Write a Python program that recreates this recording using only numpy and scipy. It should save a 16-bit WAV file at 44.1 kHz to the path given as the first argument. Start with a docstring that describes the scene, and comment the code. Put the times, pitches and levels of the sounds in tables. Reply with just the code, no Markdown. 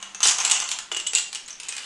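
"""Indoors in a live room, one microphone, far enough off to hear the walls answer every blow.
Over faint room noise and a fading hum, small wooden planks start to rattle, then topple in a chain
along a plank bridge: each blow is a crack, the plank's ringing modes and a knock on the deck beneath.
From 0.9 s they drop onto the hard floor, the heaviest with a dull thud. Near the end a last stack
collapses in a rattle of small contacts."""
import sys
import numpy as np
from scipy import signal
from scipy.fft import rfft, irfft
from scipy.io import wavfile
from scipy.ndimage import uniform_filter1d, minimum_filter1d

SR = 44100
rng = np.random.default_rng(int(sys.argv[2]) if len(sys.argv) > 2 else 0)


def master(y):
    """Save y as 16-bit WAV."""
    cut = np.clip(np.atleast_2d(y).T, -1, 1)
    pcm = np.round(cut * 32767)  # scale
    wavfile.write(sys.argv[1], SR, pcm.astype(np.int16))


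N = 81585

# Blows up on the bridge. Each row: start in seconds, crack in dB, bending mode in Hz, its level in dB,
# upper mode in Hz, its level in dB, knock in dB. Levels in all tables are relative.
BRIDGE_BLOWS = [(.0268,-20.5,2900,-20.5,6620,-24,-24), (.147,-21.5,2650,-21.5,6600,-20.5,-26.5),
                (.2045,-18,2730,-16.5,6600,-16,-22), (.2302,0.5,3130,-4,6320,-1.5,-12),
                (.2333,2.5,3056,-5,8100,-3.5,-15), (.2528,-2.5,2900,-22,5770,-7,-9),
                (.272,-1.5,2940,-24,7280,-2,-29), (.289,-6.5,3040,-22,6540,-8,-17),
                (.3845,-9,3060,-29,6380,-11,-15.5), (.401,-14,2500,-14.5,6229,-9.5,-17),
                (.4495,-2.5,2950,-21,7650,-6,-18.5), (.4985,-6,2850,-9,7800,-15,-24),
                (.5125,-3,2930,-14,8000,-3,-30), (.517,-1.5,2870,-35,6900,-3.5,-13),
                (.553,-20,2950,-13,6100,-19,-18), (.601,-11,2780,-23,6110,-14,-22),
                (.622,-15,2850,-23,7060,-30,-16.5), (.6895,-12,2830,-25,7080,-24,-32),
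                (.715,-8,2830,-20,7270,-17,-20.5), (.788,-12.5,2850,-26,7270,-20,-23.5)]
# Planks landing down on the floor. Each row: as for a bridge blow, without the knock.
FLOOR_LANDINGS = [(0.916,-21,2930,-7,7450,-18), (.9225,-16.5,2930,-10,6330,-26),
                  (.947,-25,2850,-10.5,7690,-18.5), (0.9652,-17,2887,-8.5,6480,-20),
                  (0.9696,-14,2955,-12.5,7620,-16), (0.9994,-15.5,2824,-16,7980,-19),
                  (1.066,-22,2952,-9.5,6630,-17.5), (1.0695,-12.5,2830,-31,7990,-9),
                  (1.1335,-10,2720,-15,7100,-21), (1.1502,-4,2810,-18,7740,-1.5),
                  (1.157,-9.5,2792,-5,7180,-8.5), (1.172,-13,2797,-6.5,7480,-14),
                  (1.184,-7,2780,-15,6960,-24), (1.329,-14.5,2910,-30,6930,-37),
                  (1.3483,-13.5,3150,-41,6670,-21), (1.356,-15.5,2850,-19,5370,-31.5),
                  (1.4613,-47,3000,-40,6870,-29), (1.4788,-26.5,3300,-35,7900,-28.5),
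                  (1.4834,-21,3110,-42,6650,-43), (1.497,-29,2620,-44,6900,-37),
                  (1.505,-31,2540,-30.5,6310,-20.5), (1.529,-40,2670,-40,6100,-25.5),
                  (1.5998,-16.5,2705,-28,6550,-30), (1.6326,-20,2606,-23,6480,-34),
                  (1.685,-15.5,2500,-38,6970,-17), (1.69,-18,2564,-20.5,8370,-17),
                  (1.724,-16.5,2500,-18.5,6200,-27), (1.766,-15,2415,-24,7200,-39),
                  (1.7812,-15.5,2850,-21,5900,-42)]
# Stacks collapsing. Each row: start and length in seconds, then crack, bending mode, upper mode,
# knock and level change over the length, all in dB.
COLLAPSES = [(0,0.13,-41,-46,-38,-34,-13), (0.203,0.029,-28,-24,-27,-23,-1.5),
             (.255,0.062,-6,-15,-10,-18,-8), (.39,0.12,-17.5,-24.5,-22,-21.5,-4.5),
             (0.519,.125,-29.5,-22,-23,-31,-1.5), (0.64,.1,-37,-30,-29.5,-42,6),
             (1.639,0.22,-35,-34.5,-47,-38.5,5.5)]
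# Heavy hits that shake the floor. Each row: start in seconds, level in dB.
THUDS = [(0.256, 7), (0.916, 4), (.965, -4), (1.1331, -3.5)]
# A plank's bending and upper mode groups. Each row: frequency ratio, level in dB.
BEND_MODES = [(0.998, -0.5), (1.158, -11)]
UPPER_MODES = [(0.899, -12), (0.949, -7.5), (1, -3.5), (1.048, -11.5)]
# Modes of the bridge deck. Each row: frequency in Hz before DECK_TUNING, level in dB.
DECK_MODES = [(760, -2.5), (885, -2.5), (1060, 1), (1222, 2), (1405, -2)]
# Tone colours of crack, knock, thud and room noise. Each row: frequency in Hz, gain in dB.
CRACK_COLOUR = [(70, -35), (900, -22.5), (3000, 0.5), (4500, 0.5), (8000, -0.5), (10500, -9.5),
                (11700, -22.5), (12500, -42)]
KNOCK_COLOUR = [(100, -24), (650, -12.5), (820, -4), (3000, -.5), (8000, -37)]
THUD_COLOUR = [(60, -29.5), (285, -1.5), (2100, 2), (5000, -45)]
AIR_COLOUR = [(25, 6.5), (60, -7), (300, 2), (1000, -2.5), (2800, 6), (10000, -10.5), (13000, -33)]
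# The room's tail at the microphone. Each row: band centre in Hz, T60 in seconds, level in dB.
ROOM_BANDS = [(188, 0.23, -1), (746, 0.77, 1.5), (2500, 0.35, -0.5), (5500, 0.41, -0.5), (9240, 0.3, -2),
              (12900, 0.26, -16)]

CRACK_DB, BEND_DB, UPPER_DB, KNOCK_DB = 13.5, 7.5, 12, 21
CRACK_T60_S, BEND_T60_S, UPPER_T60_S, KNOCK_T60_S = 0.0068, 0.057, 0.033, 0.073
ATTACK_S = 0.00016
CHATTER_DB, CHATTER_T60_S = -8.5, 0.051  # a softer, longer tail trails each crack
WOBBLE_DEPTH, WOBBLE_S = 0.0068, 0.01  # planks pressing on each other shift the modes as they ring
STRIKE_SCATTER_DB = 2  # where a piece is struck decides which modes ring most
CONTACTS_PER_S, CONTACT_SCATTER_DB = 160, 3.5
BEND_HZ, BEND_SPREAD, UPPER_HZ, UPPER_SPREAD = 2850, 0.0453, 6900, 0.106
DECK_DB, DECK_T60_S, DECK_TUNING = 4.5, 0.046, 0.99
FLOOR_KNOCK_DB, THUD_T60_S = -19.5, 0.043
ROOM_DB, ROOM_BUILD_S = -1, 0.0015
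AIR_DB, HUM_HZ, HUM_DB, HUM_FADE_DB_PER_S = -52, 197, -60, -8
CEILING, LIMITER_S, RELEASE_DB_PER_S, TOP_HZ = 0.72, 0.001, 352, 12200


def planks(contacts):
    """Right at the wood: every contact cracks, rings the plank and knocks on what lies beneath."""
    t = np.arange(SR // 10) / SR
    cracks, rings, knocks = np.zeros((3, N))
    rise = 1 - np.exp(-t / ATTACK_S)
    snap = rise * (fade(t, CRACK_T60_S) + undb(CHATTER_DB) * fade(t, CHATTER_T60_S))
    knock, bend, upper = (rise * fade(t, t60) for t60 in (KNOCK_T60_S, BEND_T60_S, UPPER_T60_S))
    for start, crack_db, bend_hz, bend_db, upper_hz, upper_db, knock_db in contacts:
        crack_noise, knock_noise = rng.standard_normal((2, len(t)))
        add(cracks, start, undb(crack_db + CRACK_DB) * unit(crack_noise * snap))
        add(knocks, start, undb(knock_db + KNOCK_DB) * unit(knock_noise * knock))
        add(rings, start, undb(bend_db + BEND_DB) * ring(bend_hz, BEND_MODES, bend))
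        add(rings, start, undb(upper_db + UPPER_DB) * ring(upper_hz, UPPER_MODES, upper[:len(t) // 2]))
    return rings + colour(cracks, CRACK_COLOUR) + colour(knocks, KNOCK_COLOUR)


def ring(tuning, modes, envelope):
    """Struck wood rings in a group of modes, scaled by tuning, each wobbling a little in pitch."""
    pitches, db = np.array(modes).T
    size = int(WOBBLE_S * SR) + 1
    noise = rng.standard_normal((len(modes), len(envelope)))
    wobble = uniform_filter1d(noise, size, axis=1) * np.sqrt(size)
    hz = tuning * pitches[:, None] * (1 + WOBBLE_DEPTH * wobble)
    cycles = np.cumsum(hz, axis=1) / SR + rng.random((len(modes), 1))
    gains = undb(db + STRIKE_SCATTER_DB * rng.standard_normal(len(modes)))
    return unit(gains @ np.sin(2 * np.pi * cycles) * envelope)


def rattle():
    """Collapsing stacks make many small, uneven contacts, given as rows like BRIDGE_BLOWS."""
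    contacts = []
    for start, length, crack_db, bend_db, upper_db, knock_db, change_db in COLLAPSES:
        for k, (jitter, force, bend, upper) in enumerate(rng.standard_normal((128, 4))):
            age = (k + np.tanh(jitter) / 2 + .5) / CONTACTS_PER_S
            if age < length:
                db = change_db * age / length + CONTACT_SCATTER_DB * force
                bend_hz = BEND_HZ * np.exp(BEND_SPREAD * bend)
                upper_hz = UPPER_HZ * np.exp(UPPER_SPREAD * upper)
                contacts.append((start + age, crack_db + db, bend_hz, bend_db + db,
                                 upper_hz, upper_db + db, knock_db + db))
    return contacts


def bridge_deck(contacts):
    """Up on the bridge: contacts before the first floor landing ring the deck."""
    t, out = np.arange(SR // 10) / SR, np.zeros(N)
    envelope = (1 - np.exp(-t / ATTACK_S)) * fade(t, DECK_T60_S)
    for start, *_, knock_db in contacts:
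        if start < FLOOR_LANDINGS[0][0]:
            add(out, start, undb(knock_db + DECK_DB) * ring(DECK_TUNING, DECK_MODES, envelope))
    return out


def floor_thuds():
    """Down at the floor: the heaviest hits shake it with a dull thud."""
    t, out = np.arange(SR // 10) / SR, np.zeros(N)
    for start, db in THUDS:
        add(out, start, undb(db) * unit(rng.standard_normal(len(t)) * fade(t, THUD_T60_S)))
    return colour(out, THUD_COLOUR)


def room_response():
    """From one spot to the microphone: direct sound, then a diffuse tail, longest in the low mids."""
    t = np.arange(SR // 2) / SR
    spectrum = np.exp(2j * np.pi * rng.random(len(t) // 2 + 1)) * np.sqrt(len(t))
    log_hz = np.log(np.maximum(np.arange(len(spectrum)) * SR / len(t), 1))
    centres = np.log([row[0] for row in ROOM_BANDS])
    build = 1 - np.exp(-t / ROOM_BUILD_S)
    response = signal.unit_impulse(len(t))
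    for share, (_, t60, db) in zip(np.eye(len(ROOM_BANDS)), ROOM_BANDS):
        band = irfft(spectrum * np.interp(log_hz, centres, share), len(t))
        response += undb(ROOM_DB + db) * band * unit(fade(t, t60) * build)
    return response


def room_tone():
    """Behind everything: faint room noise and a low hum that fades."""
    t = np.arange(N) / SR
    air = colour(rng.standard_normal(N), AIR_COLOUR)
    hum = np.sin(2 * np.pi * HUM_HZ * t) * undb(HUM_DB + HUM_FADE_DB_PER_S * t)
    return undb(AIR_DB) * air / np.std(air) + hum


def undb(db):
    """Decibels to amplitude."""
    return 10 ** (np.asarray(db) / 20)


def fade(t, t60):
    """Falls 60 dB in t60 seconds."""
    return np.exp(-np.log(1000) * t / t60)


def unit(x):
    """Scales to an energy of one."""
    return x / np.sqrt(np.sum(x ** 2))


def colour(x, points, size=4096):
    """Minimum-phase filter through (Hz, dB) points."""
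    hz, db = np.array(points).T
    bin_hz = np.maximum(np.arange(size // 2 + 1) * SR / size, 1)
    gain = undb(np.interp(np.log(bin_hz), np.log(hz), db))
    cepstrum = irfft(np.log(gain))
    cepstrum[1:size // 2] *= 2  # folding onto positive time makes it causal
    cepstrum[size // 2 + 1:] = 0
    return signal.oaconvolve(x, irfft(np.exp(rfft(cepstrum))))[:len(x)]


def add(out, start, x):
    """Mixes x in at start seconds."""
    i = min(max(int(start * SR), 0), N)
    out[i:i + len(x)] += x[:N - i]


def scene(spots=4):
    """At the microphone, in mono: planks fall at several spots and the room answers each differently."""
    out = room_tone()
    # in dB, the floor's knock grows half as fast as the crack
    landings = [(*row, FLOOR_KNOCK_DB + row[1] / 2) for row in FLOOR_LANDINGS]
    contacts = list(BRIDGE_BLOWS) + landings + rattle()
    for spot in range(spots):
        here = contacts[spot::spots]
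        wood = planks(here) + bridge_deck(here)
        if spot == 0:
            wood += floor_thuds()
        out += signal.fftconvolve(wood, room_response())[:N]
    return out[None]


def record(dry):
    """After the microphone: a fast limiter holds the loudest cracks down, then the top is cut."""
    size = int(LIMITER_S * SR)
    over_db = 20 * np.log10(np.maximum(np.abs(dry) / CEILING, 1))
    release_db = RELEASE_DB_PER_S * np.arange(N) / SR
    held_db = np.maximum.accumulate(over_db + release_db, axis=-1) - release_db
    gain = uniform_filter1d(minimum_filter1d(undb(-held_db), size), size)
    lowpass = signal.ellip(8, .2, 70, TOP_HZ, fs=SR, output="sos")
    return signal.sosfilt(lowpass, dry * gain)


dry = scene()
out = record(dry)
master(out)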